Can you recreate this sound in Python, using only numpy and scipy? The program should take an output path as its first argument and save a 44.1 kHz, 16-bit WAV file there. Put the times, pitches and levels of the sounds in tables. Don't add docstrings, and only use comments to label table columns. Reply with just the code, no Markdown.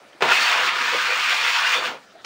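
import sys
import numpy as np
from scipy import signal
from scipy.fft import rfft, irfft
from scipy.io import wavfile

SR = 44100
rng = np.random.default_rng(int(sys.argv[2]) if len(sys.argv) > 2 else 0)


def gain_from_db(level_db):
    decades = np.asarray(level_db, float) / 20
    return 10 ** decades


def transcribe(u):
    v = np.clip(np.atleast_2d(u).T, -1, 1)
    q = np.round(v * 32767).astype(np.int16)
    wavfile.write(sys.argv[1], SR, q)


N = 99225

# time in seconds, lower blade level in dB,
# upper blade level in dB, grit treble level in dB.
STROKE_LEVELS = [(0.236, -22, -24, -33), (0.274, -25, -25, -33), (0.324, -17, -19, -26),
                 (0.344, -25, -21, -27), (0.434, -22, -22, -27), (0.51, -24, -21, -30),
                 (0.514, -21, -20, -29), (0.61, -23, -24, -33), (0.664, -23, -24, -29),
                 (0.69, -22, -20, -32), (0.724, -27, -28, -37), (0.8, -25, -27, -32), (1.21, -26, -25, -31),
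                 (1.214, -29, -24, -31), (1.33, -23, -21, -29), (1.35, -25, -25, -30),
                 (1.374, -31, -23, -28), (1.384, -22, -25, -30), (1.41, -27, -25, -30),
                 (1.474, -25, -21, -29), (1.53, -27, -25, -29), (1.54, -28, -19, -28),
                 (1.604, -22, -25, -30), (1.634, -26, -24, -32), (1.744, -24, -22, -28),
                 (1.794, -30, -31, -36), (1.82, -26, -33, -39), (1.86, -27, -27, -33),
                 (1.974, -46, -49, -56), (2.03, -58, -71, -69)]
# time in seconds, hollow board note level in dB,
# low board thud level in dB, lowest blade modes level in dB.
DRUMMING_LEVELS = [(0.236, -22.5, -38, -23), (0.264, -39.5, -35, -26), (0.314, -30, -40, -25),
                   (0.35, -42, -50, -31.5), (0.42, -39, -48, -38.5), (0.48, -45, -54, -33.5),
                   (0.604, -38, -46.5, -31), (0.66, -51, -48.5, -40), (0.714, -40.5, -50, -42.5),
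                   (0.92, -47.5, -50, -41.5), (0.95, -25.5, -40.5, -34), (0.99, -45, -48.5, -42.5),
                   (1.07, -42, -52, -44), (1.104, -35.5, -53.5, -38), (1.254, -49.5, -55, -44),
                   (1.28, -47, -53, -45), (1.314, -43.5, -57, -35.5), (1.44, -43, -52.5, -42),
                   (1.48, -48, -64, -39), (1.59, -55, -57.5, -38), (1.71, -43.5, -61, -42.5),
                   (1.784, -29, -45, -34.5), (1.894, -44, -45.5, -40), (1.924, -31.5, -46.5, -37),
                   (1.97, -40.5, -53, -49.5), (2.03, -66, -78, -70)]
# frequency in Hz, relative density in dB.
BLADE_SPECTRUM = [(350, -61), (600, 0), (669, 3), (711, -6), (756, -10), (823, 4.5), (1010, 2.5), (1440, 4),
                  (1750, 4), (1930, 0.5), (2430, 0), (5990, -16), (9160, -31.5), (11000, -49), (14300, -68),
                  (22000, -120)]
# frequency in Hz, relative density in dB.
BOARD_SPECTRUM = [(41, -60), (70, -26), (96, -23), (161, -21), (307, -3), (359, 0.5), (426, -13),
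                  (498, 10.5), (620, -2.5), (810, -49), (1360, -120)]
# frequency in Hz, relative level in dB, undamped t60 in seconds.
BLADE_MODES = [(720, -7, .1), (960, -4, .07), (1227, -2, .08), (1410, 0, .08), (1494, -1, .07),
               (1782, -2, .07), (2040, -3, .05), (2200, -3, .06), (2410, 0, .06), (2566, -2, .05),
               (2826, -3, .07), (3100, -6, .04), (3517, -6, .07), (4500, -11, .04)]
# frequency in Hz, relative level in dB, undamped t60 in seconds.
BOARD_MODES = [(169, -17, .1), (260, -12, .1), (370, -10, .08), (505, 0, .12)]
# time in seconds, relative strength in dB.
SLAP_TOUCHES = [(.2075, -30), (.2219, -12), (.2236, -15), (.2257, -14), (.2270, -17), (.2291, -17)]
# start in seconds, level before the swell in dB,
# frequency in Hz, t60 in seconds.
SOFT_KNOCKS = [(.035, -45, 1456, .08), (.056, -44, 1390, .06), (.062, -42, 584, .04),
               (.073, -49, 1430, 0.036), (.112, -47, 1450, 0.061), (0.13, -35, 3160, .015),
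               (.148, -35, 330, 0.039), (2.149, -32, 670, 0.046), (2.163, -34, 747, 0.034),
               (2.192, -44, 690, .04), (2.219, -39, 5500, .006)]
# frequency in Hz, relative density in dB.
HUSH_SPECTRUM = [(12, -48), (20, -27), (134, -13), (295, -4.5), (463, -5), (619, 0.5), (995, -7),
                 (1370, -5.5), (5540, -18), (11000, -32), (14300, -43), (22000, -120)]

LAND_S, LAND_ATTACK_S, SLAP_S, LIFT_S = .2068, .0012, .2216, 2.05
FIRST_TOUCH_DB = -9
NEXT_LAND_S, NEXT_ATTACK_S = 2.243, .006
NEXT_BLADE_DB, NEXT_TREBLE_DB, NEXT_BOARD_DB = -32, -37, -52
GRIT_PER_S, GRIT_SPREAD_DB = 5000, 2.5
PATCHY_DB, MODE_WANDER_DB = 1.2, 4.5
BLADE_RING_DB, BOARD_RING_DB = -4.5, 2
BLADE_LOW_EDGE_HZ, BLADE_BODY_EDGE_HZ, BLADE_SPLIT_HZ, TREBLE_EDGE_HZ = 620, 900, 1900, 3600
BOARD_SPLIT_HZ = 420
SLAP_T60_FACTOR, SLAP_BOARD_DB, SLAP_TILT_DB_PER_OCTAVE = .1, -5, -3
SLAP_CRACK_DB, SLAP_CRACK_S, SLAP_SOFT_HZ = 3, .001, 4500
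BASS_LOSS_HZ = 125
ROOM_T60_S, ROOM_DB, WALL_CUT_HZ = .2, -19, 3500
HUSH_DB, HUSH_PATCHY_DB = -50, 2.5
MIRROR_DB, MIRROR_RISE_HZ, CUTOFF_HZ = -7, 12600, 15740


def rms_one(x):
    return x / np.sqrt(np.mean(x ** 2) + 1e-20)


def filtered(design, x):
    return signal.sosfilt(design, x)


def butter(order, hz, kind):
    return signal.butter(order, hz, kind, fs=SR, output="sos")


def drift(rate_hz):
    pole = np.exp(-80 * np.pi * rate_hz / SR)
    noise = rng.standard_normal(N // 40 + 2002)
    slow = signal.lfilter([1], [1, -2 * pole, pole * pole], noise)[2000:]
    return np.interp(np.arange(N) / 40, np.arange(len(slow)), rms_one(slow - slow.mean()))


def ring(clicks, hz, t60_s):
    radius, angle = gain_from_db(-60 / (t60_s * SR)), 2 * np.pi * hz / SR
    feedback = [1, -2 * radius * np.cos(angle), radius * radius]
    return signal.lfilter([0, np.sin(angle)], feedback, clicks + 1e-18)


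def split(x, hz):
    spectrum = rfft(x)
    bin_hz = np.arange(len(spectrum)) * SR / len(x)
    low_share = 1 / (1 + (bin_hz / hz) ** 12)
    return [rms_one(irfft(spectrum * share, len(x))) for share in (low_share, 1 - low_share)]


def coloured(sources, spectrum, patchy_db):
    hz, db = np.transpose(spectrum)
    edges = hz[0] * 2 ** np.arange(0, np.log2(hz[-1] / hz[0]) + .01, 1 / 3)
    out = 0
    for k, (low, high) in enumerate(zip(edges, edges[1:])):
        band = filtered(butter(2, [low, high], "band"), sources[k % 2])
        level_db = np.interp(np.log(low * high) / 2, np.log(hz), db)
        out = out + band * gain_from_db(level_db + patchy_db * drift(10.2))
    return rms_one(out)


def grit():
    sizes = gain_from_db(GRIT_SPREAD_DB * np.minimum(rng.exponential(1, (2, N)), 5))
    signs = rng.choice([-1, 1], (2, N))
    breaking = rng.random((2, N)) < GRIT_PER_S / SR
    return sizes * signs * breaking


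def driven(grains, modes):
    out = np.zeros(N)
    for k, (hz, db, t60_s) in enumerate(modes):
        fed = grains[k % 2] * gain_from_db(MODE_WANDER_DB * drift(8.5))
        out += gain_from_db(db) * rms_one(ring(fed, hz, t60_s))
    return rms_one(out)


def contact(rows, column, next_db):
    t, rows = np.arange(N) / SR, np.array(rows)
    db = np.interp(t, rows[:, 0], rows[:, column]) + FIRST_TOUCH_DB * (t < SLAP_S)
    first = np.clip((t - LAND_S) / LAND_ATTACK_S, 0, 1) * (t < LIFT_S) * gain_from_db(db)
    landing = np.clip((t - NEXT_LAND_S) / NEXT_ATTACK_S, 0, 1)
    return first + gain_from_db(next_db) * landing


def scrape():
    grains = grit()
    blade = coloured(grains, BLADE_SPECTRUM, PATCHY_DB) + gain_from_db(BLADE_RING_DB) * driven(grit(), BLADE_MODES)
    board = coloured(grains, BOARD_SPECTRUM, PATCHY_DB) + gain_from_db(BOARD_RING_DB) * driven(grit(), BOARD_MODES)

    lower, upper = split(blade, BLADE_SPLIT_HZ)
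    lower = split(lower, BLADE_LOW_EDGE_HZ)[1]
    body, lower = split(lower, BLADE_BODY_EDGE_HZ)
    upper, treble = split(upper, TREBLE_EDGE_HZ)
    thud, hollow = split(board, BOARD_SPLIT_HZ)
    hollow = split(hollow, BLADE_LOW_EDGE_HZ)[0]

    out = lower * contact(STROKE_LEVELS, column=1, next_db=NEXT_BLADE_DB)
    out += upper * contact(STROKE_LEVELS, column=2, next_db=NEXT_BLADE_DB)
    out += treble * contact(STROKE_LEVELS, column=3, next_db=NEXT_TREBLE_DB)
    out += hollow * contact(DRUMMING_LEVELS, column=1, next_db=NEXT_BOARD_DB)
    out += thud * contact(DRUMMING_LEVELS, column=2, next_db=NEXT_BOARD_DB)
    out += body * contact(DRUMMING_LEVELS, column=3, next_db=NEXT_BOARD_DB)
    return out


def slaps():
    touch_s, touch_db = np.transpose(SLAP_TOUCHES)
    at = (touch_s * SR).astype(int)
    board = [(hz, db + SLAP_BOARD_DB, t60_s) for hz, db, t60_s in BOARD_MODES]
    ringing = np.zeros(N)
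    for hz, mode_db, t60_s in list(BLADE_MODES) + board:
        tilt_db = SLAP_TILT_DB_PER_OCTAVE * max(np.log2(hz / 1000), 0)
        scatter_db = rng.normal(0, 2.5, len(at))
        clicks = np.zeros(N)
        clicks[at] = gain_from_db(touch_db + mode_db + tilt_db + scatter_db) * rng.choice([-1, 1], len(at))
        ringing += ring(clicks, hz, t60_s * SLAP_T60_FACTOR)
    clicks = np.zeros(N)
    clicks[at] = gain_from_db(touch_db + SLAP_CRACK_DB)
    decay = signal.lfilter([1], [1, -np.exp(-1 / (SLAP_CRACK_S * SR))], clicks)
    crack = decay * rng.standard_normal(N)
    return filtered(butter(3, [250, SLAP_SOFT_HZ], "band"), ringing + crack)


def knocks():
    out = np.zeros(N)
    for start_s, db, hz, t60_s in SOFT_KNOCKS:
        t = np.maximum(np.arange(N) / SR - start_s, 0)
        swell = 1 - np.exp(-t / (.1 * t60_s))
        out += gain_from_db(db - 60 * t / t60_s) * swell * np.sin(2 * np.pi * hz * t)
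    return out


def room(x):
    out, dull = np.zeros(N), np.exp(-2 * np.pi * WALL_CUT_HZ / SR)
    for k, lag in enumerate((rng.uniform(.012, .04, 10) * SR).astype(int)):
        loop, state = x.copy(), [0.]
        gain = gain_from_db(-60 * lag / SR / ROOM_T60_S)
        for i in range(lag, N, lag):
            back, state = signal.lfilter([gain * (1 - dull)], [1, -dull], loop[i - lag:i], zi=state)
            loop[i:i + lag] += back[:N - i]
        out += (loop - x) * (-1) ** k
    return out


def hush():
    return gain_from_db(HUSH_DB) * coloured(rng.standard_normal((2, N)), HUSH_SPECTRUM, HUSH_PATCHY_DB)


def scene():
    knife = filtered(butter(4, BASS_LOSS_HZ, "high"), scrape() + slaps() + knocks())
    return (knife + gain_from_db(ROOM_DB) * room(knife) + hush())[None]


def roll_off(x):
    return signal.sosfilt(signal.butter(12, 16840, fs=SR, output="sos"), x)


def record(dry):
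    x = filtered(signal.ellip(10, .5, 50, SR / 4, fs=SR, output="sos"), dry)
    folded = x * (-1) ** np.arange(N)
    mirror = filtered(butter(1, MIRROR_RISE_HZ, "high"), folded)
    low_pass = signal.ellip(14, .5, 70, CUTOFF_HZ, fs=SR, output="sos")
    mix = filtered(low_pass, x + gain_from_db(MIRROR_DB) * mirror)
    return roll_off(mix)


dry = scene()
out = record(dry)
transcribe(out)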